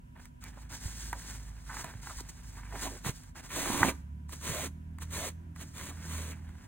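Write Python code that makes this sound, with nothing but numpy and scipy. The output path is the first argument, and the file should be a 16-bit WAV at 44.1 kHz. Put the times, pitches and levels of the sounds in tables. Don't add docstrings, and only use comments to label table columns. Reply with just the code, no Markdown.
import sys
import numpy as np
from scipy import signal
from scipy.fft import rfft, irfft, next_fast_len
from scipy.io import wavfile

SR = 44100
rng = np.random.default_rng(int(sys.argv[2]) if len(sys.argv) > 2 else 0)


def waveform_to_disk(signal):
    frames = np.transpose(np.atleast_2d(signal))
    scaled = np.clip(frames, -1, 1) * 32767
    samples = np.round(scaled).astype(np.int16)
    wavfile.write(sys.argv[1], SR, samples)


N = 294147
TIME = np.arange(N) / SR
PADDED = next_fast_len(N + SR // 2, True)
FREQS = np.maximum(np.fft.rfftfreq(PADDED, 1 / SR), 1)


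def from_db(db):
    return np.exp(np.asarray(db) * np.log(10) / 20)


def unit_power(x):
    return x / np.sqrt(np.mean(x ** 2) + 1e-20)


def curve(points):
    hz, value = np.transpose(points)
    return np.interp(np.log(FREQS), np.log(hz), value)


def shaped(x, response):
    return irfft(rfft(x, PADDED) * response, PADDED)[..., :N]


def band(x, low_hz, high_hz, order=2):
    sos = signal.butter(order, [low_hz, min(high_hz, SR / 2 - 1)], "band", fs=SR, output="sos")
    return signal.sosfilt(sos, x + 1e-18)


def unit_in_band(x, low_hz, high_hz):
    return x / np.std(band(x, low_hz, high_hz))


def drift(rate_hz):
    step, settle = 20, 2000
    pole = np.exp(-2 * np.pi * step * rate_hz / SR)
    noise = rng.standard_normal(N // step + settle + 2)
    slow = signal.lfilter([1], [1, -2 * pole, pole * pole], noise)[settle:]
    return np.interp(np.arange(N) / step, np.arange(len(slow)), unit_power(slow))


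def strokes(rows, attack_s, release_s, attack_share=0):
    power = np.zeros(N)
    for start_s, length_s, level_db, swell_db in rows:
        at = int(start_s * SR)
        age = TIME[:min(N - at, int((length_s + 10 * release_s) * SR))]
        rise = np.sin(np.pi / 2 * np.minimum(age / (attack_s + attack_share * length_s), 1)) ** 2
        hold = from_db(level_db + swell_db * (np.minimum(age / length_s, 1) - .5))
        fall = np.exp(-np.maximum(age - length_s, 0) / release_s)
        power[at:at + len(age)] += (rise * hold * fall) ** 2
    return np.sqrt(power)


def room(level_db=-52.5, hum_hz=245.6, hum_db=-65, pan_db=-2.0):
    # frequency_hz, level_db
    air_tone = [(20, -31), (42, -2.5), (70, 0), (115, -7), (160, -5.5), (210, -15), (260, -16.5),
                (340, -31), (450, -40.5), (650, -40.5), (880, -42.5), (980, -26), (1100, -47.5),
                (1500, -38), (1700, -40), (1950, -44.5), (2300, -42.5), (2900, -43), (4200, -53),
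                (7000, -49), (11000, -51), (16000, -56.5)]
    # frequency_hz, gain_db
    side_tone = [(35, -26), (100, -15), (250, -2.5), (500, 14.5), (4000, 0.5), (16000, -2.5)]
    middle, side = unit_power(shaped(rng.standard_normal((2, N)), from_db(curve(air_tone))))
    middle = middle * from_db([[pan_db / 2], [-pan_db / 2]])
    side = shaped(side, from_db(curve(side_tone))) * np.array([[1], [-1]])
    hum = from_db(hum_db) * unit_power(np.sin(2 * np.pi * hum_hz * TIME))
    return hum + from_db(level_db) * (middle + side)


def motor(waver_db=1.97, jitter=0.0029, top_roar_db=-66.5, roar_db_per_octave=28, pan_db=-2.0):
    # time_s, firing_rate_hz, drone_db
    run = [(0, 54.4, -67), (.5, 54.27, -51), (1.0, 54.25, -46.5), (1.5, 52.45, -46), (2.0, 53.1, -50),
           (2.8, 50.43, -44), (3.3, 47.9, -56.5), (3.7, 52.07, -56), (3.95, 71, -47), (4.15, 73.2, -42),
           (4.35, 74.1, -49.5), (4.75, 78.76, -43.5), (5.1, 81.55, -43.5), (5.4, 82.74, -45.5),
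           (5.75, 82.35, -47.5), (6.17, 80.66, -39), (6.67, 78.75, -51.5)]
    # multiple_of_firing_rate, level_db
    tones = [(1, 1), (1.5, -14.5), (2, -10.5), (2.5, -14), (3, -21.5), (3.5, -21)]
    # frequency_hz, level_db
    roar_tone = [(80, -20.5), (200, -4.5), (300, -1.5), (350, 2), (420, -15), (540, -18.5), (650, -10.5),
                 (780, -16.5), (1200, -22), (1650, -14.5), (2500, -27), (5000, -44.5)]
    time_s, *columns = np.transpose(run)
    firing_hz, drone_db = [np.interp(TIME, time_s, column) for column in columns]
    phase = 2 * np.pi * np.cumsum(firing_hz * (1 + jitter * drift(9.6))) / SR
    drone = sum(from_db(db + waver_db * drift(2.9)) * np.sin(multiple * phase + 2 * np.pi * rng.random())
                for multiple, db in tones)
    roar = unit_power(shaped(rng.standard_normal(N), from_db(curve(roar_tone))))
    roar *= from_db(top_roar_db + roar_db_per_octave * np.log2(firing_hz / firing_hz.max()))
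    return (from_db(drone_db) * unit_power(drone) + roar) * from_db([[pan_db / 2], [-pan_db / 2]])


def slips(per_s, spread_db, clump_db, clump_hz):
    chance, size, sign = rng.random((3, N))
    clicks, at = np.zeros(N), chance < per_s / SR
    clicks[at] = from_db(spread_db * np.minimum(-np.log(1 - size[at]), 4)) * np.sign(sign[at] - .5)
    return clicks * from_db(clump_db * drift(clump_hz))


def spread_out(x):
    # frequency_hz, level_db
    one_side = [(300, -12), (700, -5), (1500, -12), (2500, -1), (4000, -2), (5200, -11), (16000, -9)]
    own = from_db(curve(one_side))
    shared = 1 / np.sqrt(1 + own ** 2)
    return shaped(unit_power(x), shared) + shaped(rng.standard_normal((2, N)), own * shared)


def hoop(force):
    # pitch_hz, level_db, ring_s (time to fade by 60 dB)
    tones = [(90, -7, 0.26), (122.4, 1.5, 0.086), (174, 0, 0.1), (215, -7, .1), (271, 6.5, .24),
             (339, -5, 0.19), (399, -12.5, 0.06), (445, -12, .14), (640, -9, .1), (790, -8.5, 0.1),
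             (859.8, -13.5, .1), (960, -2.5, 0.1), (1045, -7, 0.09), (1195, -15.5, 0.11), (1545, -11, .08),
             (1970, -9, 0.07), (2067, -13, .08), (2309, -2.5, 0.08)]
    age = TIME[:SR // 4]
    ring = sum(from_db(db - 60 * age / ring_s) * np.cos(2 * np.pi * hz * age)
               for hz, db, ring_s in tones)
    return signal.oaconvolve(force, ring / np.linalg.norm(ring))[:N]


def cloth(attack_s=0.027, release_s=0.017, flutter_db=0.98, grip_db=1.53, ring_db=-25.0):
    # start_s, length_s, swish_db, rub_db, swell_db (change from start to end)
    moves = [ (0.14, 0.057, -97, -63, 5), (0.181, 0.077, -64.5, -67, 4), (0.443, 0.33, -74, -67, -17),
             (0.756, 2, -64.5, -64, 2), (1.201, 0.4, -83, -67, 8), (3.105, 0.19, -64.5, -70.5, -1),
             (0.399, 0.087, -59.5, -61.5, 8), (0.545, 0.083, -67, -70, 10), (0.683, 0.072, -51.5, -56, 10),
             (0.754, 0.33, -52, -64.5, 1.5), (0.866, 0.5, -56.5, -62.5, 12), (1.119, 0.072, -75, -74, -6),
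             (1.378, 0.13, -64, -83, -10), (1.655, 0.16, -52.5, -54.5, 6.5), (1.828, 0.083, -56.5, -53, -9),
             (2.009, 0.12, -51.5, -58, 3), (2.113, 0.093, -55.5, -68, 11.5), (2.276, 0.019, -53, -64, 7),
             (2.417, 0.15, -61.5, -74, -10), (2.544, 0.038, -60, -58, 4), (2.702, 0.064, -60, -55, 11),
             (2.749, 0.085, -49.5, -56, 14.5), (2.875, 0.19, -58, -58.5, -15),
             (3.127, 0.038, -59.5, -84, 9), (3.342, 0.059, -56, -57, 1.5),
             (3.417, 0.046, -55.5, -57.5, 2.5), (3.924, 0.088, -66.5, -70, -16),
             (4.277, 0.2, -60, -68.5, -5), (4.983, 0.13, -65, -66, 0), (5.541, 0.38, -65, -69, -3),
             (5.886, 0.2, -59, -58.5, 5), (6.294, 0.093, -67, -61.5, -3), (6.383, 0.27, -72.5, -67, 10), ]
    # frequency_hz, level_db
    swish_tone = [(200, -1.5), (370, -1.5), (550, -30), (750, -24), (960, -11), (1230, -9.5), (1600, -0.5),
                  (2600, -6.5), (4000, -1.5), (6300, 4), (8500, 1), (12000, -7), (16000, -6)]
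    # frequency_hz, level_db
    rub_tone = [(120, -2.5), (330, -3), (520, -8), (780, -2.5), (950, 0.5), (1230, -4.5), (1600, 0.5),
                (2100, -4), (2700, -9), (6000, -21)]
    start_s, length_s, swish_db, rub_db, swell_db = np.transpose(moves)
    flutter = from_db(flutter_db * drift(7.6))
    swish_gain = strokes(zip(start_s, length_s, swish_db, swell_db), attack_s, release_s)
    rub_gain = strokes(zip(start_s, length_s, rub_db, swell_db), attack_s, release_s)
    fibres = spread_out(slips(per_s=7000, spread_db=-3.5, clump_db=2.0, clump_hz=18))
    fingers = slips(per_s=2000, spread_db=0.0, clump_db=1.5, clump_hz=93)
    swish = swish_gain * unit_in_band(shaped(fibres, from_db(curve(swish_tone))), 6000, 11000)
    rub = rub_gain * unit_in_band(shaped(fingers, from_db(curve(rub_tone))), 550, 3800)
    rub *= from_db(grip_db * drift(3.6))
    return flutter * (swish + rub + from_db(ring_db) * hoop(rub))


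def scrapes(width_octaves=1.07, attack_s=0.0067, release_s=0.0063, ring_db=-7.0):
    # start_s, length_s, level_db, pitch_hz
    bursts = [(0.15, 0.02, -66, 815), (0.42, 0.052, -57.5, 1780), (0.567, 0.016, -58.5, 796),
              (1.141, 0.038, -58.5, 685), (1.66, 0.037, -60, 1400), (1.692, 0.032, -47, 1190),
              (1.725, 0.02, -48.5, 1438), (1.772, 0.039, -49.5, 1320), (1.852, 0.02, -55, 805),
              (1.894, 0.017, -58, 1140), (2.057, 0.013, -52, 1210), (2.093, 0.021, -48.5, 1030),
              (2.181, 0.021, -53, 1140), (2.575, 0.023, -57, 1302), (2.626, 0.047, -57.5, 1540),
              (2.725, 0.046, -52.5, 580), (2.862, 0.015, -47, 830), (2.9, 0.065, -57.5, 498),
              (3.499, 0.031, -48.5, 1613), (3.563, 0.027, -43, 513), (3.845, 0.055, -43.5, 2180),
              (5.791, 0.025, -53, 1550), (5.901, 0.018, -54.5, 998), (6.126, 0.024, -60, 1170),
              (6.308, 0.03, -52, 1940)]
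    grains = slips(per_s=900, spread_db=1.5, clump_db=0.5, clump_hz=120)
    spread = 2 ** (width_octaves / 2)
    out = np.zeros(N)
    for start_s, length_s, level_db, hz in bursts:
        gain = strokes([(start_s, length_s, level_db, 0)], attack_s, release_s)
        out += gain * unit_power(band(grains, hz / spread, hz * spread, order=3))
    return out + from_db(ring_db) * hoop(out)


def ticks(lag_s=0.00018, width_octaves=1.38, scuff_s=0.004, scuff_db=-21.5, scratch_s=0.0022):
    # time_s, knock_db, scratch_db, pitch_hz
    snags = [(0.164, -43.5, -74, 1300), (0.255, -45, -43, 1600), (0.439, -43, -34, 1400),
             (0.58, -47, -70, 900), (1.129, -17.5, -31, 1300), (1.768, -28.5, -39, 1370),
             (1.8432, -30.5, -32.5, 1050), (1.8462, -31, -48, 1070), (2.071, -30.5, -41, 1220),
             (2.099, -38, -44, 1400), (2.206, -41.5, -34.5, 1000), (2.593, -53, -62, 1280),
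             (2.632, -41.5, -65, 1280), (2.724, -37, -60, 1109), (2.755, -31, -49, 1350),
             (2.866, -35, -54, 950), (3.047, -34, -48, 1280), (3.059, -27.5, -44, 1290),
             (3.235, -54, -44, 1280), (3.355, -41, -55, 1230), (3.506, -42, -48.5, 1600),
             (3.658, -23, -49, 950), (3.675, -29.5, -52, 990), (3.703, -23.5, -45, 900),
             (3.745, -29, -49.5, 1000), (3.794, -27.5, -41, 1400), (3.817, -23, -46.5, 850),
             (3.83, -6, -36, 1350), (3.8321, -15.5, -43.5, 1300), (3.8475, -15.5, -43.5, 700),
             (4.293, -42, -44, 1290), (4.324, -49, -37, 1280), (4.985, -37, -43.5, 1380),
             (5.02, -39, -44, 1280), (5.561, -38.5, -42, 1501), (6.32, -52, -51, 1275),
             (6.491, -44, -52, 1300)]
    tugs, knocks, scratches = np.zeros((3, N))
    age, spread = TIME[:SR // 20], 2 ** (width_octaves / 2)
    for time_s, knock_db, scratch_db, hz in snags:
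        at = round((time_s + lag_s) * SR)
        scuff, grit = rng.standard_normal((2, len(age)))
        force = (age == 0) + from_db(scuff_db) * scuff * np.exp(-age / scuff_s)
        tugs[at] += from_db(knock_db)
        knocks[at:at + len(age)] += from_db(knock_db) * band(force, hz / spread, hz * spread, order=4)
        scratches[at:at + len(age)] += from_db(scratch_db) * grit * np.exp(-age / scratch_s)
    muffle = signal.butter(8, 2410, fs=SR, output="sos")
    wood = from_db(-4.5) * band(tugs, 850, 1080, order=1)
    knock = signal.sosfilt(muffle, knocks + 1e-18) + wood
    scratch = band(scratches, 2400, 15260)
    return from_db(21.5) * knock + from_db(10.0) * hoop(knock) + from_db(-1.5) * scratch


def bumps(fade_cycles=0.81):
    # time_s, level_db, pitch_hz
    pushes = [(0.571, -39.5, 200), (0.856, -23, 84), (1.13, -37, 272), (1.843, -31, 150), (1.953, -30, 110),
              (2.17, -33, 55), (2.209, -34, 338.3), (3.063, -23, 138), (3.092, -22, 119), (3.701, -21, 234),
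              (3.811, -19, 105.2), (3.831, -22, 240), (3.849, -17, 270), (3.861, -19.5, 281),
              (3.878, -22, 160), (4.495, -28.5, 125.6), (4.514, -28, 120)]
    out, age = np.zeros(N), TIME[:SR // 6]
    for time_s, level_db, hz in pushes:
        at, cycles = round(time_s * SR), age * hz
        gain = from_db(level_db) * np.tanh(4 * cycles) * np.exp(-cycles / fade_cycles)
        out[at:at + len(age)] += gain * np.sin(2 * np.pi * cycles)
    return out


def gliding_resonance(force, hz, width_hz):
    turn = np.exp(2j * np.pi * np.cumsum(hz) / SR)
    pole = np.exp(-np.pi * width_hz / SR)
    return np.real(turn * signal.lfilter([1], [1, -2 * pole, pole * pole], force / turn))


def thread(attack_s=0.039, release_s=0.012, rasp_db_per_s=13, slack_share=0.55):
    # start_s, length_s, hiss_db, rasp_db, drum_db, swell_db (from start to end),
    # tighten_db (extra swell of the drumming), top_hz (pitch of the rasp at top speed)
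    pulls = [ (2.806, 0.071, -42, -44, -40, -7, -7, 800), (3.027, 0.069, -39.5, -40, -48, -2, 9, 788),
             (3.469, 0.43, -39.5, -43, -39, 1, 18, 1017), (4.303, 0.029, -44.5, -56, -62, 0.5, -2, 656),
             (4.395, 0.27, -42, -45.5, -56.5, -3.5, 14, 659.5), (4.993, 0.034, -48, -51.5, -78, 4, 1, 657),
             (5.086, 0.2, -43, -45, -56, 0, 6, 673), (5.578, 0.052, -47.5, -54, -59, -7.5, -1, 650),
             (5.721, 0.18, -49.5, -69, -57, -1, 6, 600), (6.052, 0.27, -48.5, -58, -60, -9, 9, 552), ]
    hand_speed = [(0, .3), (.27, .57), (.5, .87), (.79, 1), (.92, .78), (1.02, .47), (1.15, .3)]
    start_s, length_s, hiss_db, rasp_db, drum_db, swell_db, tighten_db, top_hz = np.transpose(pulls)

    def pull_gain(level_db, growth_db, attack_share):
        return strokes(zip(start_s, length_s, level_db, growth_db), attack_s, release_s, attack_share)

    hiss_gain = pull_gain(hiss_db, swell_db, attack_share=0.16)
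    rasp_gain = pull_gain(rasp_db, swell_db + rasp_db_per_s * length_s, slack_share)
    drum_gain = pull_gain(drum_db, swell_db + tighten_db, slack_share)
    pull = np.maximum(np.searchsorted(start_s, TIME) - 1, 0)
    speed = np.interp((TIME - start_s[pull]) / length_s[pull], *np.transpose(hand_speed))
    fibres = spread_out(slips(per_s=7000, spread_db=1.0, clump_db=1.1, clump_hz=110))
    twists = unit_power(slips(per_s=1400, spread_db=3.5, clump_db=-0.1, clump_hz=78))
    snags = unit_power(slips(per_s=700, spread_db=3.0, clump_db=-1.0, clump_hz=60))
    # frequency_hz, level_db
    hiss_tone = [(200, 5), (370, 1.5), (470, 0), (580, 2.5), (780, -6), (1000, 6.5), (1150, 2.5), (1400, 1),
                 (1570, 2), (1780, 2.5), (2300, 1.5), (2700, -1.5), (4000, -0.5), (5200, -7), (6100, 3),
                 (6700, 1), (9000, -1.5), (12000, -5), (16000, -5.5)]
    hiss = hiss_gain * unit_in_band(shaped(fibres, from_db(curve(hiss_tone))), 6160, 13000)
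    rasp = rasp_gain * speed * unit_power(gliding_resonance(twists, top_hz[pull] * speed, width_hz=240))
    return hiss + rasp + hoop(drum_gain * snags)


def echoes(fade_s):
    age = TIME[:SR // 2]
    tails = rng.standard_normal((2, len(age))) * np.exp(-np.log(1000) * age / fade_s)
    return rfft(tails / np.linalg.norm(tails, axis=1, keepdims=True), PADDED)


def microphone(x, near_echo_db=-29.5, room_echo_db=-25):
    # frequency_hz, lead_ms
    left_lead = [(100, .1), (700, .08), (1500, .03), (2500, .065), (4000, .072), (5100, .098), (8500, .117),
                 (12400, .121), (16000, .124)]
    # frequency_hz, left_minus_right_db
    balance = [(60, -1), (200, -6.5), (450, -5.5), (750, -4.5), (1100, 0), (2300, -4), (4500, 0),
               (8000, 0.5), (16000, -1)]
    left = from_db(curve(balance) / 2) * np.exp(1j * np.pi * FREQS * curve(left_lead) / 1000)
    direct = np.array([left, 1 / left])
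    near_echo = from_db(near_echo_db) * echoes(fade_s=0.21)
    room_echo = from_db(room_echo_db) * echoes(fade_s=0.5)
    return shaped(x, direct + near_echo + room_echo)


def scene():
    needlework = cloth() + thread() + bumps() + scrapes() + ticks()
    return microphone(needlework) + motor() + room()


def record(dry):
    cutoff_hz = 15900
    return shaped(dry, 1 / np.sqrt(1 + (FREQS / cutoff_hz) ** 300))


dry = scene()
out = record(dry)
waveform_to_disk(out)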